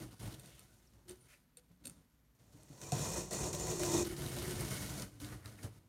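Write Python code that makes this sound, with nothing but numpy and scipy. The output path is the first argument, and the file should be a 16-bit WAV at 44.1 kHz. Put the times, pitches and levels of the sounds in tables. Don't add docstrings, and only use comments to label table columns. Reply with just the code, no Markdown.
import sys
import numpy as np
from scipy import signal
from scipy.fft import rfft, irfft
from scipy.io import wavfile

SR = 44100
rng = np.random.default_rng(int(sys.argv[2]) if len(sys.argv) > 2 else 0)


def gain_from_db(level_db):
    decades = np.asarray(level_db, float) / 20
    return 10 ** decades


def persist_wave(psi):
    counts = np.round(np.clip(psi, -1, 1) * 32767).astype(np.int16)
    wavfile.write(sys.argv[1], SR, np.atleast_2d(counts).T)


N = 259676
T = np.arange(N) / SR

# start t/s, held t/s, scrape level/dB, weight on the box level/dB,
# t/s to die away by 20 dB (before the linger factor; negative means at once)
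PUSHES = [(-.03, 0.058, -57, -44.5, 0.09), (.105, 0.042, -65.5, -53.5, -0.1), (.145, 0.051, -71, -65, 0),
          (0.191, 0.085, -58.5, -45, 0.12), (.3, 0.032, -61, -63, -0.1), (0.334, 0.017, -58.5, -52, -0.15),
          (.35, 0.013, -68, -59.5, 0.68), (.4, 0.13, -68.5, -88, 0.7), (.93, 0.032, -81, -64, 0.2),
          (1.076, 0.033, -64, -57.5, 0.1), (1.14, .04, -80, -70, 0.2), (1.2, 0.073, -76, -68, -0.07),
          (1.28, 0.051, -69, -87, .15), (1.572, 0.026, -69.5, -73, -0.5), (1.799, 0.034, -82, -65, -1.4),
          (1.836, 0.033, -66, -61, 0.16), (1.9, 0.013, -83, -73, 0.3), (2.388, .12, -75.5, -66, .2),
          (2.52, .12, -70.5, -64, 0.6), (2.68, 0.15, -68, -65.5, 0.8), (2.775, .03, -65, -63, 0.5),
          (2.812, 0.11, -56, -56, -1.7), (2.92, .06, -45.5, -38.5, .2), (3.002, 0.073, -44.5, -43, 0.13),
          (3.1, .05, -47, -47, 0.2), (3.16, 0.028, -46.5, -44, 0.14), (3.27, 0.038, -58.5, -58, -0.5),
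          (3.308, .065, -44.5, -43, 0.17), (3.403, 0.066, -45, -40.5, 0.17),
          (3.528, .02, -43.5, -44.5, 0.1339), (3.593, 0.059, -45.5, -44, 0.34), (3.68, .1, -46, -44, 0.08),
          (3.794, .13, -41.5, -41, 0.12), (3.939, 0.09, -41.5, -40, 0.02), (4.037, 0.041, -50.5, -45, 0.02),
          (4.085, 0.046, -52.5, -43.5, 0.04), (4.13, .035, -60.5, -50.5, -0.5),
          (4.163, 0.14, -51.5, -43.5, 0.13), (4.31, 0.16, -50, -42, 0.25), (4.49, 0.1, -51.5, -43.5, 0.23),
          (4.59, 0.1, -50.5, -43.5, 0.21), (4.7, 0.074, -48, -44.5, 0.17), (4.8, 0.097, -50.5, -45, 0.19),
          (4.89, 0.13, -52, -44, 0.0946), (5.11, 0.11, -71.5, -60, 1.05), (5.196, .075, -57, -50, 0.18),
          (5.298, 0.035, -63.5, -50.5, 0.14), (5.44, .04, -63, -52, 0.25), (5.571, 0.076, -66, -58, -0.08),
          (5.624, 0.026, -57.5, -44, 0.06), (5.664, 0.019, -80, -43.5, -0.02), (5.72, .07, -75, -65, -0.7)]
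# t/s, share of taut tape 0-1, wall note f/Hz, lid note f/Hz,
# lid level/dB against the weight
PLACE = [(0, 0.2, 124, 338, -5), (.2, 0, 114.4, 300, -17), (.36, 0.11, 130, 317, -9.5),
         (1.0, 0.4, 110, 348, -16.5), (1.11, 0, 110, 363.5, 3), (1.25, 0.17, 127.3, 359, -19.5),
         (1.75, 0.17, 175, 293.8, -16), (1.87, 0.42, 180.5, 290, -2), (2.05, 0.17, 160, 295, -20),
         (2.5, 0.47, 110, 309, -16), (2.9, .78, 140, 344, -9.5), (3.05, .83, 145.9, 362, -19.5),
         (3.2, 0.92, 189, 351, -4.5), (3.4, 0.97, 139.9, 360, -12), (3.75, 0.87, 165.4, 364, -4),
         (3.87, 0.87, 143.5, 360, -1), (3.94, 0.9, 145.3, 344.8, 4), (4.02, 0.98, 145, 341.7, 2),
         (4.06, 0.1, 145, 342, -0.5), (4.3, 0.11, 134.9, 345, -13), (4.5, 0.1, 125, 365, -6.5),
         (4.62, 0.16, 138, 345, -10), (4.75, 0.12, 126.2, 296, -10.5), (4.95, .27, 139.4, 300, -19),
         (5.2, 0.18, 105, 295, -5), (5.45, 0.06, 105, 295, -13.5), (5.89, 0.1, 105, 330, -12.5)]
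# f/Hz, level/dB (per Hz)
CARD_COLOUR = [(650, -31), (1100, -30), (1340, 1.5), (1640, -3.5), (2140, -7), (2560, -4.5), (4670, -4.5),
               (6450, -5.5), (7790, -6.5), (9730, -0.5), (10600, -9), (12000, -6.5), (15700, -12.5)]


def unit(x):
    return x / np.sqrt(np.mean(x ** 2))


def colour(x, points, size=1024):
    hz, db = np.transpose(points)
    bin_hz = np.arange(size // 2 + 1) * SR / size
    gain_db = np.interp(np.log(bin_hz + 1), np.log(hz), db)
    cepstrum = irfft(np.log(gain_from_db(gain_db)))
    cepstrum[1:size // 2] *= 2
    cepstrum[size // 2 + 1:] = 0
    return signal.fftconvolve(x, irfft(np.exp(rfft(cepstrum))))[:N]


def band(x, lo_hz, hi_hz):
    return signal.sosfilt(signal.butter(4, [lo_hz, hi_hz], "bandpass", fs=SR, output="sos"), x)


def ring(x, modes):
    return sum(gain_from_db(db) * signal.lfilter(*signal.iirpeak(hz, hz / width, SR), x) for hz, width, db in modes)


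def jerks(rate, fade_s):
    slips = (rng.random(N) < rate / SR) * rng.random(N)
    x = signal.lfilter([1], [1, -np.exp(-1 / (fade_s * SR))], slips)
    return unit(x - x.mean())


def patchy(x, modes, patchy_db):
    total = 0
    for hz, width, db in modes:
        steep = ring(ring(x, [(hz, 3 * width, 0)]), [(hz, width, db)])
        total = total + gain_from_db(patchy_db * jerks(16, 0.034)) * steep
    return unit(total)


def hum(hz, width, steady):
    slow = signal.butter(2, width / 2, fs=SR, output="sos")
    wander = signal.sosfilt(slow, rng.standard_normal((2, N)))
    wander = wander / (np.hypot(*unit(wander)) + 0.11) ** steady
    phase = 2 * np.pi * np.cumsum(hz) / SR
    return unit(wander[0] * np.cos(phase) + wander[1] * np.sin(phase))


def columns(table):
    s, *rest = np.transpose(table)
    return [np.interp(T, s, c) for c in rest]


def card_to_tape(tape, pair):
    return np.interp(tape, (0, 1), pair)


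def pushes(levels_db, lag, linger, idle_db):
    bite_s = (0.015, 0.0023)
    trail_db, trail_s = -17, 0.2
    place_s, tape_share = np.transpose(PLACE)[:2]
    power = gain_from_db(idle_db + 2.1 * jerks(8, 0.028)) ** 2
    for (s, held, _, _, dies), db in zip(PUSHES, levels_db):
        first = max(int(s * SR), 0)
        t = T[first:first + SR] - s
        rise_s = lag * card_to_tape(np.interp(s, place_s, tape_share), bite_s)
        after = np.clip(t - held, 0, 1)
        release_db = -20 * after / max(dies * linger, 0.003)
        fall_db = np.maximum(release_db, trail_db - 20 * after / trail_s)
        power[first:first + SR] += (np.clip(t / rise_s, 0, 1) * gain_from_db(db + fall_db)) ** 2
    return 10 * np.log10(power)


def fibres(rate, scatter_db):
    size = gain_from_db(scatter_db * rng.exponential(1, N)) * rng.standard_normal(N)
    snaps = (rng.random(N) < rate / SR) * size
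    return unit(unit(snaps) + 1.5 * rng.standard_normal(N))


def tearing(hiss_db, rasp_db, tape, grip):
    # f/Hz, level/dB (per Hz)
    tape_colour = [(650, 12), (1100, -44), (1680, -54), (1830, 4), (2190, -14), (2530, -0.5), (3090, -6),
                   (4420, -5), (4880, -5.5), (5460, 7.5), (7050, 6), (9520, 0), (10500, -13),
                   (13900, -11.5), (15700, -15)]
    # f/Hz, width f/Hz, level/dB
    tape_edge = [(1200, 820, 0), (1893, 205, 0.5), (2475, 124, 3), (3025, 37, -16), (3700, 420, -10.5),
                 (4360, 700, -3)]
    card_edge = [(1321, 123, 6.5), (1500, 104, 6), (1936, 670, 2), (2187, 84, 5.5), (3010, 300, -2),
                 (3790, 1750, -9), (4430, 88, -13)]
    # f/Hz, width f/Hz, level/dB
    tape_whistle = [(5550, 550, 2), (6740, 90, -9), (6870, 180, -6), (7140, 99, 7), (8900, 130, -11)]

    def gripped(rate):
        return fibres(rate, scatter_db=1.0) * gain_from_db(0.98 * grip + 0.65 * jerks(35, 0.0061))

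    def hiss(points):
        return unit(band(colour(fine, points), 4590, 15200)) * gain_from_db(0.53 * jerks(43, 0.0037))

    def rasp(points, edge):
        body = unit(band(colour(coarse, points), 740, 4730))
        edge_ring = patchy(band(coarse, 1080, 5250), edge, patchy_db=3)
        return unit(body + gain_from_db(-3.5) * edge_ring)

    fine, coarse = gripped(5000), gripped(1800)
    tape_hiss = hiss(tape_colour) + gain_from_db(-7.5) * patchy(fine, tape_whistle, patchy_db=5.0)
    all_hiss = tape * tape_hiss + (1 - tape) * hiss(CARD_COLOUR)
    all_rasp = tape * rasp(tape_colour, tape_edge) + (1 - tape) * rasp(CARD_COLOUR, card_edge)
    return gain_from_db(hiss_db) * all_hiss + gain_from_db(rasp_db) * all_rasp


def box(boom_db, wall_db, lid_db, flap_db, wall_hz, lid_hz, grip):
    # f/Hz, width f/Hz, level/dB
    hollow = [(60.8, 23, -2.5), (105, 21.5, -3.5), (139.7, 11.2, -0.5), (187, 29, -12)]
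    flaps = [(445.4, 43, 7.5), (521, 13.7, 9.5), (602.5, 72, 7), (695, 113, 2), (897, 70, 1),
             (955, 130, -6.5), (985, 36, -3.5), (1041, 15, -8.5)]
    shake = rng.standard_normal((2, N)) * gain_from_db(1.3 * grip)
    wall = hum(wall_hz, width=21.4, steady=0.29) * gain_from_db(wall_db)
    boom = unit(ring(shake[0], hollow)) * gain_from_db(-2.0) + wall
    lid = hum(lid_hz, width=17.7, steady=0.6) + gain_from_db(-4) * hum(lid_hz, width=90, steady=0.077)
    rattle = patchy(shake[1], flaps, patchy_db=1.5)
    return gain_from_db(boom_db) * boom + gain_from_db(lid_db) * lid + gain_from_db(flap_db) * rattle


def snags(snag_db):
    # f/Hz, level/dB (per Hz)
    snag_colour = [(500, -21), (1000, -3), (2500, -2.5), (6000, -3.5), (10000, -4), (15700, -11)]
    snags_per_s, fade_s = 60, 0.0016
    hit = (rng.random(N) < snags_per_s / SR) * gain_from_db(14.5 * rng.random(N))
    envelope = signal.lfilter([1], [1, -np.exp(-1 / (fade_s * SR))], hit)
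    burst = envelope * rng.standard_normal(N)
    return gain_from_db(snag_db) * unit(colour(burst, snag_colour))


def room_air():
    # f/Hz, level/dB (per Hz)
    room_colour = [(18, -8.5), (30, -2.5), (64, 9), (81, -31.5), (156, -6), (169, -52), (238, -0.5),
                   (508, -56), (857, -21), (2140, -26), (10100, -39), (11500, -24.5), (15700, -35.5)]
    return gain_from_db(-72.5) * unit(colour(rng.standard_normal(N), room_colour, size=4096))


def ticks():
    # t/s, level/dB, brightest f/Hz, metal ring share 0-1
    tick_list = [(0.396, -41, 11300, 0.64), (0.459, -45, 8710, 0.6), (0.5933, -39.5, 12000, .48),
                 (1.091, -44.5, 10100, 0.3), (1.095, -37.5, 10100, .46), (1.1093, -41, 6610, 0.46),
                 (1.1183, -48, 8730, .6), (1.5709, -38.5, 9350, 0.66), (1.841, -54, 3720, .1),
                 (1.8524, -40, 7340, 0.7), (1.855, -34.5, 4030, 0.64), (1.8572, -33.5, 10100, 0.4),
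                 (1.87, -31, 7950, 0.47), (1.8763, -36, 11300, 0.4), (1.897, -38, 9150, 0.37),
                 (2.389, -66, 5940, 0.3), (2.6324, -50, 8700, 0.1), (2.815, -37.5, 6020, 0.4),
                 (2.92, -25, 6160, 0.4), (3.3093, -32, 6700, .46), (3.4054, -41, 6464, .04),
                 (3.5313, -36, 6300, 0.05), (3.598, -33.5, 6423, 0), (4.0523, -36, 4646, 0),
                 (4.073, -40, 9800, .27), (4.165, -42, 4530, 0.08), (4.2624, -35, 4090, 0.2),
                 (4.5093, -33.5, 5225, 0.4), (4.6078, -32, 9420, 0.3), (4.766, -32.5, 3940, 0.45),
                 (4.997, -33, 5970, 0.35), (5.022, -31.5, 5360, 0.3), (5.246, -36.5, 4270, .45),
                 (5.458, -37.5, 3820, 0.27), (5.635, -59, 5010, 0.55)]
    # f/Hz, level/dB (before scatter and distance in pitch), t60 t/s
    blades = [(534, 10, 0.053), (2620, 11, .03), (3640, 18, 0.02), (4390, 14.5, 0.024), (7540, 17, 0.019),
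              (8700, 22, .035), (8970, 0.5, 0.018), (9650, -4, 0.012), (11300, 12.5, 0.036),
              (11700, -24, .04), (14550, 11, 0.016)]
    crackle_ms = 2.35
    out, t = np.zeros(N + SR), T[:SR // 5]
    for s, db, top_hz, metal in tick_list:
        envelope = np.exp(-(t * 1000 / crackle_ms) ** 2) * np.tanh(t * 2500)
        crackle = colour(rng.standard_normal(len(t)) * envelope, CARD_COLOUR)[:len(t)]
        crackle = crackle + 5.5 * ring(crackle, [(top_hz, top_hz / 5, 0)])
        steel = np.zeros(len(t))
        for hz, mode_db, t60 in blades:
            scatter, turn = rng.standard_normal(2)
            gain = gain_from_db(mode_db + 2 * scatter - 1.1 * abs(np.log2(hz / top_hz)))
            steel += gain * np.sin(2 * np.pi * (hz * t + turn)) * np.exp(-np.log(1000) * t / t60)
        tick = (1 - metal) * crackle / np.abs(crackle).max() + metal * steel / np.abs(steel).max()
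        first = int(s * SR)
        out[first:first + len(t)] += gain_from_db(db) * tick
    return out[:N]


def scuffs(rasp_db, grip):
    # middle t/s, length t/s, note f/Hz, level/dB above the rasp
    scuff_list = [(.55, 0.069, 3150, 0), (1.22, .03, 9503, 7), (1.32, 0.056, 2202, 3),
                  (1.8, 0.36, 3550, -12), (3.0, .1, 3700, -7.5), (4.6, 0.12, 2082, -9.5),
                  (4.78, .1, 1406, -11.5), (5.32, 0.054, 1500, 3.5), (5.44, 0.045, 1598, 5.5)]
    middle, _, note_hz, _ = np.transpose(scuff_list)
    nearest = np.searchsorted((middle[1:] + middle[:-1]) / 2, T)
    swell = sum(gain_from_db(db) * np.exp(-((T - s) / length) ** 2) for s, length, _, db in scuff_list)
    tone = hum(note_hz[nearest], width=1100, steady=0.044)
    return gain_from_db(rasp_db) * swell * gain_from_db(2.5 * grip) * tone


def knocks():
    # t/s, level/dB, ring f/Hz, t60 t/s
    knock_list = [(1.096, -51, 370, 0.045), (1.574, -58, 496, 0.14), (1.854, -48, 246, 0.16),
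                  (1.872, -49, 300, 0.074), (2.545, -41.5, 125, 0.036), (2.55, -52.5, 287.7, 0.085),
                  (2.7, -47, 143, 0.12), (2.702, -45, 284, 0.06), (2.92, -28.5, 718, 0.08),
                  (2.921, -34, 450, .05), (2.924, -24, 132, 0.13), (5.234, -42.5, 118.6, 0.45),
                  (5.641, -33.5, 105, 0.15), (5.65, -46.5, 562.3, 0.093)]
    out, t = np.zeros(N), T[:SR // 3]
    for s, db, hz, t60 in knock_list:
        decay = np.exp(-np.log(1000) * t / t60)
        blow = np.sin(2 * np.pi * hz * t) * decay * (1 - np.exp(-t / 0.0035))
        first = int(s * SR)
        out[first:first + len(t)] += (gain_from_db(db) * blow)[:N - first]
    return out


def workshop(x):
    echo_s, echo_db, tail_t60_s, tail_db = 0.0108, -14, 0.44, -20
    t = T[:SR // 2]
    tail = rng.standard_normal(len(t)) * np.exp(-np.log(1000) * t / tail_t60_s) * (t > echo_s)
    response = gain_from_db(tail_db) * tail / np.sqrt(np.sum(tail ** 2))
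    response[0] = 1
    response[int(echo_s * SR)] = gain_from_db(echo_db)
    return signal.fftconvolve(x, response)[:N]


def scene():
    _, _, scrape_levels, weight_levels, _ = np.transpose(PUSHES)
    scrape_db = pushes(scrape_levels, lag=0.55, linger=0.94, idle_db=-86.5)
    weight_db = pushes(weight_levels, lag=1.73, linger=1.085, idle_db=-73)
    tape, wall_hz, lid_hz, lid_db = columns(PLACE)

    rasp_db = scrape_db + card_to_tape(tape, (-2, -6.5))
    snag_db = scrape_db + card_to_tape(tape, (-8.5, -13.5))
    flap_db = scrape_db + card_to_tape(tape, (-9.5, -3))
    flap_db = flap_db + 0.29 * (weight_db - scrape_db)
    wall_db = card_to_tape(tape, (-4, -7.5))

    grip = jerks(40, 0.022) + 0.45 * jerks(200, 0.017)
    near = tearing(scrape_db, rasp_db, tape, grip)
    near = near + box(weight_db, wall_db, weight_db + lid_db, flap_db, wall_hz, lid_hz, grip)
    near = near + snags(snag_db) + ticks() + scuffs(rasp_db, grip) + knocks()
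    return (workshop(near) + room_air())[None]


def top_cut(x):
    return signal.sosfilt(signal.butter(12, 15900, fs=SR, output="sos"), x)


def record(dry):
    x = signal.sosfilt(signal.butter(4, 42, "highpass", fs=SR, output="sos"), dry)
    return top_cut(x)


dry = scene()
out = record(dry)
persist_wave(out)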